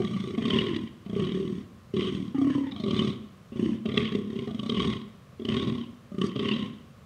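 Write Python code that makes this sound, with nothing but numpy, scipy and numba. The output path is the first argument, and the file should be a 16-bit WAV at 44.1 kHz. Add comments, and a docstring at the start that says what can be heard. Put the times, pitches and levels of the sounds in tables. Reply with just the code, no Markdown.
"""A rutting buck groans again and again, some way off in an open field, over a quiet rural hush.
Slack vocal folds slap shut about thirty times a second and ring a long throat, mouth and chest.
A rasp and a hiss of air, made from noise in puffs, follow the slaps.
Ground and a far line of trees return the calls as fading, duller noise-like echoes."""
import sys
import numpy as np
from scipy import signal
from scipy.fft import rfft, irfft
from scipy.io import wavfile
from scipy.ndimage import uniform_filter1d
from numba import njit

SR = 44100
rng = np.random.default_rng(int(sys.argv[2]) if len(sys.argv) > 2 else 0)


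def int16_out(signal):
    """Quantize to a 16-bit WAV file."""
    q = np.round(np.clip(np.atleast_2d(signal).T, -1, 1) * 32767)
    wavfile.write(sys.argv[1], SR, q.astype(np.int16))


N = 310905
TIME = np.arange(N) / SR
PUFF_PEAK_S = .004  # a puff of air peaks this long after its slap

# Slaps set at given moments, some cracking harder or softer: (crack t/s, extra crack level/dB)
CRACKS = [(0.078, 0), (.135, -8), (0.165, -16), (0.34, -20), (.455, 9), (0.481, -1.5), (.504, 9),
          (0.713, -3), (0.734, -8.5), (0.764, 17), (1.132, -4), (1.94, 10.5), (1.967, 8.5), (2.472, -11.5),
          (2.721, 8), (2.801, 10), (2.839, 13), (2.909, 9.5), (2.933, -7), (2.993, 10.5), (3.857, 9),
          (3.942, 0.5), (3.974, 8), (4.152, 12.5), (4.476, 2), (4.511, 9.5), (4.548, 8), (4.595, 13.5),
          (4.633, 10), (4.663, 6.5), (4.696, 18), (4.722, -1.5), (4.773, -5), (4.799, 4.5), (4.821, 2),
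          (5.017, 1), (5.452, 16), (5.488, 12.5), (5.52, 1.5), (5.543, 7.5), (5.569, 7), (6.216, 10),
          (6.242, -11), (6.267, 3.5), (6.361, 8), (6.395, 6), (6.456, -6), (6.486, 6)]
# A gush of air that ends the short grunt:
# (t/s, half length/s, extra hiss level/dB, own ring f/Hz, own ring level/dB)
GUSH = (6.275, 0.022, 8, 4700, -4)


def undb(db):
    """Turn decibels into a plain gain."""
    return 10 ** (np.asarray(db) / 20)


def unit(x):
    """Scale a sound to an average (RMS) strength of 1."""
    return x / np.sqrt(np.mean(x ** 2))


@njit
def svf(x, hz, width):
    """State-variable band-pass whose centre and width may move, gain 1 at the centre."""
    y, b, l = np.empty(len(x)), 0., 0.
    for i in range(len(x)):
        g, k = np.tan(np.pi * hz[i] / SR), width[i] / hz[i]
        v = (b + g * (x[i] - l)) / (1 + g * (g + k))
        b, l, y[i] = 2 * v - b, l + 2 * g * v, k * v
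    return y


def ring(x, hz, width, skirt=6.2):
    """A hollow space ringing at its own pitch: two band-passes, scaled so that wide rings are not louder."""
    hz, width = hz + np.zeros(N), width + np.zeros(N)
    narrow = svf(x, hz, width)
    return svf(narrow, hz, skirt * width) * np.sqrt(SR / (np.pi * width))


def gush_swell():
    """The gush of air swells and dies along a bell-shaped curve that peaks at 1."""
    return np.exp(-((TIME - GUSH[0]) / GUSH[1]) ** 2)


def fold_slaps():
    """Vocal folds slap shut once a turn: the slaps, their samples, the running cycle, seconds since a slap."""
    # Pace of the folds, one curve a stretch of groaning, with a slap at its start: (t/s, pace/slaps per s)
    # (the groan from 1.05 s has one pace curve, but two rows of level, posture and lips)
    pace_curves = [
        [(0.0, 58), (0.018, 52.2), (0.054, 19.1), (0.104, 40.9), (0.199, 25.9), (0.337, 32.2)],
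        [(0.377, 17.6), (0.468, 38.5), (0.571, 37.6), (0.826, 42.2), (0.87, 18.8)],
        [(1.061, 28.5), (1.18, 31.1), (1.27, 47.7), (1.3, 35.4), (1.48, 41.2), (1.639, 30.7)],
        [(1.939, 37.7), (2.25, 39.4), (2.306, 31.0)],
        [(2.345, 24.9), (2.449, 35.4), (2.5, 37), (2.527, 5), (2.555, 36), (2.665, 33)],
        [(2.718, 15.5), (2.748, 26.8), (2.827, 25.0), (2.86, 56.3), (2.889, 35.5), (3.005, 36.7), (3.219, 32.7)],
        [(3.52, 25.2), (3.683, 34.4), (3.815, 28.0)],
        [(3.855, 30.0), (3.99, 39.6), (4.109, 27.7), (4.186, 32.8), (4.302, 36.4), (4.43, 29.9)],
        [(4.476, 31.2), (4.59, 20.8), (4.69, 37.8), (4.87, 39.6), (5.02, 20)],
        [(5.395, 53.5), (5.427, 24.2), (5.513, 35.8), (5.686, 42.7), (5.727, 34.5), (5.93, 32.2)],
        [(6.117, 42.2), (6.166, 22.8), (6.221, 36.5), (6.312, 45.3)],
        [(6.359, 26.2), (6.538, 41.6), (6.59, 31.2), (6.78, 21.6)],
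    ]
    crack_lag_s = .003  # a crack follows its slap
    slap_at = []
    for curve in pace_curves:
        s, pace = np.transpose(curve)
        t = np.arange(s[0], s[-1] + .01, .001)
        turns = np.cumsum(np.interp(t, s, pace)) * .001
        whole_turns = np.arange(1, int(turns[-1]) + 1)
        slap_at += [s[0], *np.interp(whole_turns, turns, t)]
    slap_at = np.array(slap_at)
    # the nearest slap moves to just ahead of each listed crack
    for s, _ in CRACKS:
        slap_at[np.argmin(abs(slap_at - s))] = s - crack_lag_s
    slap_at = np.round(slap_at * SR).astype(int)
    slaps = np.zeros(N)
    slaps[slap_at] = np.sqrt(SR / 33)
    cycle = np.maximum(np.cumsum(slaps > 0) - 1, 0)
    since = np.maximum(TIME - slap_at[cycle] / SR, 0)
    return slaps, slap_at, cycle, since


def groan_controls():
    """Effort, posture and lips of the running stretch set levels, ring pitches, throat width and hoarseness."""
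    # One curve a stretch of groaning; the groan from 1.05 s is split into two stretches:
    # (t/s, effort level/dB, second ring level against effort/dB,
    # rasp level of the open mouth against effort/dB)
    groans = [
        [(0.0, -30.5, 10, -21), (0.055, -29.5, -5, -16.5), (0.114, -32, -50, -16), (0.27, -32.5, 0.5, -17.5),
         (0.36, -35, 1.5, -15.5)],
        [(0.37, -27.5, -11.5, -23.5), (0.588, -26.5, 0.5, -7), (0.68, -30.5, 2.5, -10.5), (0.77, -34, 0, -13),
         (0.852, -34, -24, -23.5), (0.89, -49.5, -19, -4.5)],
        [(1.05, -38, -17, -26), (1.198, -29, 5, -17.5), (1.295, -33.5, -2.5, -12.5)],
        [(1.3, -30.5, -5, -14), (1.43, -33, 3.5, -19), (1.614, -34.5, -12.5, -19.5), (1.66, -52.5, -16, -9.5)],
        [(1.93, -31, 7, -24), (2.016, -32.5, 5, -8), (2.304, -37, -4, -22.5), (2.33, -40, -13, -18)],
        [(2.34, -22.5, -37, -22), (2.45, -18.5, -46, -26), (2.51, -21, -31.5, -17), (2.57, -20.5, -32, -20.5),
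         (2.64, -29, -34, -19.5), (2.7, -35.5, -18, -4.5)],
        [(2.71, -39.5, -17, -16), (2.78, -35, -29, -17), (2.85, -32, 0.5, -20), (2.96, -26, -6, -16),
         (3.098, -25, -5.5, -19), (3.24, -56.5, -40, -14.5)],
        [(3.5, -45, -5, -23), (3.55, -33.5, -8.5, -19), (3.6, -25.5, -7, -26), (3.69, -25.5, 0, -23),
         (3.76, -29, -18, -24), (3.84, -67, -24, -2.5)],
        [(3.85, -30.5, -1, -19), (3.94, -33.5, -2.5, -13.5), (3.99, -26.5, 0, -15.5), (4.1, -36, -10.5, -9),
         (4.17, -27, 2.5, -25.5), (4.26, -37.5, -4.5, -23), (4.39, -31, -4, -19.5), (4.465, -39, 6.5, -11)],
        [(4.47, -27, 2, -26), (4.54, -33.5, -21, -24.5), (4.66, -30, -28, -22.5), (4.71, -28.5, 0.5, -19),
         (4.767, -30.5, -3, -11.5), (4.86, -23.5, -7.5, -20), (4.927, -27.5, -7, -16),
         (5.045, -44.5, -19, -17.5)],
        [(5.385, -45, 5, -26), (5.495, -26, -6, -18.5), (5.6, -28, -3.5, -13), (5.713, -29, -10.5, -20.5),
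         (5.85, -38.5, -21, -17), (5.95, -55.5, -36, -24)],
        [(6.1, -43.5, -21, -34), (6.212, -27, -0.5, -22), (6.258, -25.5, 0, -20), (6.285, -33, -11, -15),
         (6.34, -45, -20, -7.5)],
        [(6.35, -27, -4.5, -22), (6.504, -31, -0.5, -12), (6.676, -33.5, -15, -18), (6.8, -51, -37, -19.5)],
    ]
    # Posture of each stretch: (throat f/Hz, throat width at the start/Hz, second ring f at the start/Hz,
    # its sag/Hz, third ring f at the start/Hz, its level at the start and full effort/dB,
    # mouth f at the start/Hz, its sag/Hz, mouth level against effort before the rasp's share/dB,
    # hiss level against effort once built up/dB)
    postures = [(198, 26, 381.5, 2.7, 740, -49.5, 1180, 41, -7, -22),
                (220.5, 34.6, 420, 160, 735, -50, 1106, 83, -8, -27),
                (196, 39, 409, 44, 720, -45.5, 1156, 58, -7.5, -26.5),
                (202, 54, 381, 29, 410, -58, 1127, 46, -11.5, -24.5),
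                (198, 53, 389, 200, 550, -60.5, 1165, 92, -7.5, -22),
                (270.7, 24, 510, 15, 880, -44, 1252, 380, -7.5, -28),
                (210, 39, 391, 21, 830, -43, 1166, 58, -6.5, -26),
                (222.4, 32, 395, 290, 564, -51, 1103, 87, -11.5, -28.5),
                (213, 39, 412, 24, 670, -49.5, 1160, 123, -9.5, -28),
                (215, 32, 410, 8.2, 760, -50.5, 1187, 120, -6.5, -27),
                (228, 29.4, 393.4, 13, 670, -47.5, 1162, 126, -8.5, -28.5),
                (198, 43, 385, 9.5, 617, -50, 1240, 150, -4, -24.5),
                (217, 37, 400, 47, 570, -45, 1100, 43, -7, -28.5)]
    # Lips of each stretch: (share left of the puffs, share left of the hoarseness,
    # factor on the rasp rings' f, extra level of the top rasp rings/dB, chest level/dB)
    lips = [(0.75, 0.84, 1.036, -1, 1), (0.84, 0.86, 0.99, -1.5, -0.5), (1, 1, 0.982, 0, 0),
            (0.47, 0.99, 0.975, -2.5, -3.5), (0.52, 1, 1.02, 0.5, 1.5), (0.39, 0.047, 0.963, -6, -3.5),
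            (0.67, 0.73, 1.048, 2, 0), (0.29, 0.94, 0.957, 0.5, -3), (0.84, 1, 0.997, -1, 0),
            (0.86, 0.91, 1.022, 2, 0), (0.78, 1, 1.02, 1.5, 2), (0.97, 0.56, 0.98, -0.5, -1.5),
            (1, 1, 1.003, 2, -1.5)]
    rows = np.vstack(groans)
    start, end = np.array([(run[0][0], run[-1][0]) for run in groans]).T
    stretch = np.maximum(np.searchsorted(start, TIME) - 1, 0)
    age = TIME - start[stretch]
    done = np.clip(age / (end - start)[stretch], 0, 1)
    effort_db, second_db, rasp_db = (np.interp(TIME, rows[:, 0], c) for c in rows[:, 1:].T)
    (throat_hz, throat_width, second_hz, second_sag_hz, third_hz, third_db,
     mouth_hz, mouth_sag_hz, mouth_db, hiss_db) = np.array(postures)[stretch].T

    # the third ring fades by dB per s; below its full effort it weakens with the effort
    third_fade, third_full_db = -34, -29.5
    third_db = third_db + third_fade * age - np.maximum(effort_db, third_full_db)
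    mouth_db = mouth_db + 0.54 * rasp_db  # the mouth ring opens with the rasp (dB per dB)
    # the hiss needs a moment to build
    late_db, rise_s = -8.5, 0.045
    hiss_db = hiss_db + late_db * np.exp(-age / rise_s) + GUSH[2] * gush_swell()
    share_db = (second_db, third_db, mouth_db, rasp_db, hiss_db)

    # second and mouth rings sink while the larynx is pulled down; the third drifts to its resting pitch
    second_hz = second_hz - second_sag_hz * done ** 2.1
    third_rest_hz, third_drift_s = 502.3, 0.1255
    third_hz = third_rest_hz + (third_hz - third_rest_hz) * np.exp(-age / third_drift_s)
    ring_hz = (throat_hz, second_hz, third_hz, mouth_hz - mouth_sag_hz * done)
    throat_width = throat_width * (1 + 0.15 * done)  # widens up to the end of a stretch

    # the voice turns hoarse as the rasp grows from one level to the other
    clear_db, hoarse_db, hoarsest = -61.5, -43, 0.76
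    hoarse = hoarsest * np.clip((effort_db + rasp_db - clear_db) / (hoarse_db - clear_db), .03, 1)
    puff_share, hoarse_share, rasp_scale, top_db, chest_db = np.array(lips)[stretch].T
    hoarse = np.clip(hoarse * hoarse_share, 0, .9)
    mouth_shape = (puff_share, rasp_scale, top_db, chest_db)
    return mouth_shape, done < 1, effort_db, share_db, ring_hz, throat_width, hoarse


def air_jets(slaps, slap_at, cycle, puff_share, hoarse):
    """Air spurts around each closing as shaped noise; a hoarse voice also leaks between the slaps."""
    crack_low = 0.54  # share of a crack's extra dB that reaches below the top rasp rings
    early = int(PUFF_PEAK_S * SR)
    cycle_db = np.zeros(len(slap_at))
    crack_at = [int((s + 2 * PUFF_PEAK_S) * SR) for s, _ in CRACKS]
    cycle_db[cycle[crack_at]] = [db for _, db in CRACKS]
    crack_db = cycle_db[np.roll(cycle, -early)]
    window = np.hanning(int(4 * PUFF_PEAK_S * SR)) ** 2
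    puff = np.roll(signal.fftconvolve(slaps > 0, window)[:N], -early)
    puff *= puff_share  # nearly shut lips hold the puffs back
    spurts = undb(6.93 * unit(uniform_filter1d(rng.standard_normal(N), int(0.0021 * SR))))
    jet = rng.standard_normal(N)
    leak = 0.42 * hoarse * spurts + 0.25
    air = (puff * undb(crack_low * crack_db) * spurts ** 0.51 + leak) * jet
    top_air = (puff * undb(crack_db) * spurts ** 0.51 + leak) * jet
    strength = np.std(air)
    thin_puff = 0.35 * puff * undb(crack_low * crack_db)
    thin_air = unit((thin_puff + 0.33 * hoarse + 0.094) * rng.standard_normal(N))
    return air / strength, top_air / strength, thin_air


def rasp_rings(rasp, air, top_air, cycle, wobble, scale, top_db):
    """Puffs of air ring small spaces; lips and tongue shift, so every puff has its own colour."""
    # Rasp rings before the lips' changes: (f/Hz, width/Hz, level/dB)
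    rasp_table = [(1502, 420, -14.5), (2030, 565, -1.5), (2325, 140, -9), (2905, 420, -3.5),
                  (3189, 553, 2.5), (3637, 270, -4.5), (4460, 730, -13.5)]
    top_hz, pitch_stray = 2600, .04  # rings above top_hz answer to the lips; share of pitch
    total = np.zeros(N)
    for hz, width, db in rasp_table:
        level_chance, pitch_chance = rng.standard_normal((cycle[-1] + 1, 2))[cycle].T
        is_top = hz > top_hz
        jet = top_air if is_top else air
        level = undb(db + 1.6 * level_chance + top_db * is_top)
        moving_hz = hz * (wobble + pitch_stray * pitch_chance) * scale
        total += ring(rasp * jet * level, moving_hz, width, skirt=0.58)
    return total


def breath_hiss(hiss, thin_air):
    """Thin air hisses through broad high rings, with one more ring for the gush."""
    # Hiss rings: (f/Hz, width/Hz, level/dB)
    hiss_table = [(4630, 1500, -6.5), (5500, 760, -7), (6440, 500, -9), (8270, 2600, -9)]
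    gush = undb(GUSH[4]) * gush_swell()
    total = ring(gush * hiss * thin_air, GUSH[3], 600, skirt=1)
    for hz, width, db in hiss_table:
        total += undb(db) * ring(hiss * thin_air, hz, width, skirt=0.56)
    return total


def buck():
    """Slaps and puffs of air drive the rings of throat, mouth and chest."""
    # Chest ring: (f/Hz, width/Hz)
    chest = (143, 132)
    # Ring widths: (second/Hz, third/Hz, mouth/Hz)
    upper_widths = (34.2, 25, 61)
    slaps, slap_at, cycle, since = fold_slaps()
    mouth_shape, on, effort_db, share_db, ring_hz, throat_width, hoarse = groan_controls()
    puff_share, rasp_scale, top_db, chest_db = mouth_shape
    chance = rng.standard_normal((len(slap_at), 4))[cycle].T
    effort_chance, wobble_chance, third_level_chance, third_pitch_chance = chance

    # levels a moment after a slap hold for its whole cycle
    held = np.minimum(slap_at[cycle] + int(0.019 * SR), N - 1)
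    effort = on[held] * on * undb(effort_db[held] + effort_chance)
    second, third, mouth, rasp, hiss = (effort * undb(db[held]) for db in share_db)

    # part of the hoarseness reaches the low rings as noise that dies away after each slap
    low_hoarse = .36 * hoarse
    low_air = np.sqrt(low_hoarse) * unit(np.exp(-since / 0.04) * rng.standard_normal(N))
    low = np.sqrt(1 - low_hoarse) * slaps + low_air
    # soft flesh pushes for a moment, which spares the throat ring a click
    push = signal.fftconvolve(low, np.hanning(int(.002 * SR)) / (.001 * SR))[:N]
    air, top_air, thin_air = air_jets(slaps, slap_at, cycle, puff_share, hoarse)
    smooth = int(2 * PUFF_PEAK_S * SR)
    mouth, rasp, hiss = (uniform_filter1d(level, smooth) for level in (mouth, rasp, hiss))

    # pitches stray from slap to slap, more so in a hoarse voice
    wobble = 1 + (.008 + .018 * hoarse) * wobble_chance
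    throat_hz, second_hz, third_hz, mouth_hz = ring_hz
    third_hz = third_hz * (1 + .04 * (.5 + hoarse) * third_pitch_chance)
    third_scatter = undb(4 * third_level_chance)
    second_width, third_width, mouth_width = upper_widths
    # a smaller skirt makes the throat ring build more slowly after a slap
    voice = ring(effort * push, throat_hz * wobble, throat_width, skirt=3.1)
    voice += ring(-second * push, second_hz * wobble, second_width, skirt=6.4)
    voice += ring(third * third_scatter * low, third_hz * wobble, third_width, skirt=6.4)
    voice += ring(-mouth * (0.34 * low + 0.69 * air), mouth_hz * wobble, mouth_width, skirt=6.4)
    thump = low_air + 0.35 * push  # a share of each push thumps in the chest
    voice += ring(undb(chest_db) * effort * thump, *chest, skirt=1.2)
    voice += rasp_rings(rasp, air, top_air, cycle, wobble, rasp_scale, top_db)
    return voice + breath_hiss(hiss, thin_air)


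def field(voice):
    """The direct sound plus a scattered, dull return from ground and trees, made by fading noise."""
    t60_s, trees_db, dull_hz = 0.7, -17.5, 2610  # time to fade by 60 dB, level, treble limit
    t = TIME[:SR]
    scatter = rng.standard_normal(SR) * undb(-60 * t / t60_s) * np.minimum(t / 0.028, 1)
    scatter = signal.lfilter(*signal.butter(1, dull_hz, fs=SR), scatter)
    scatter /= np.sqrt(np.sum(scatter ** 2))
    trees = signal.fftconvolve(voice, scatter)[:N]
    return voice + undb(trees_db) * trees


def hush():
    """Distant, steady air of the countryside: noise shaped by a fixed spectrum."""
    # Shape of the spectrum before the overall level is set: (f/Hz, relative level/dB)
    hush_table = [(15, -53), (25, -9), (101, 4.5), (204, 1.5), (322, -17), (509, -10), (920, -22),
                  (1080, -12.5), (1530, -21), (3170, -26.5), (15500, -42.5)]
    hush_db = -50.5
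    hz, db = np.transpose(hush_table)
    bins = np.arange(N // 2 + 1) * SR / N + 1  # 1 Hz up, so that the logarithm exists
    shape = undb(np.interp(np.log(bins), np.log(hz), db))
    return undb(hush_db) * unit(irfft(rfft(rng.standard_normal(N)) * shape, N))


def scene():
    """The buck in the field, and the hush around it, in one channel."""
    return (field(buck()) + hush())[None]


def record(dry):
    """The microphone loses the deepest bass and the recorder cuts the top."""
    bass_hz, top_hz = 70, 15700
    thin = signal.sosfilt(signal.butter(2, bass_hz, "high", fs=SR, output="sos"), dry)
    return signal.sosfilt(signal.ellip(12, .2, 80, top_hz, fs=SR, output="sos"), thin)


dry = scene()
out = record(dry)
int16_out(out)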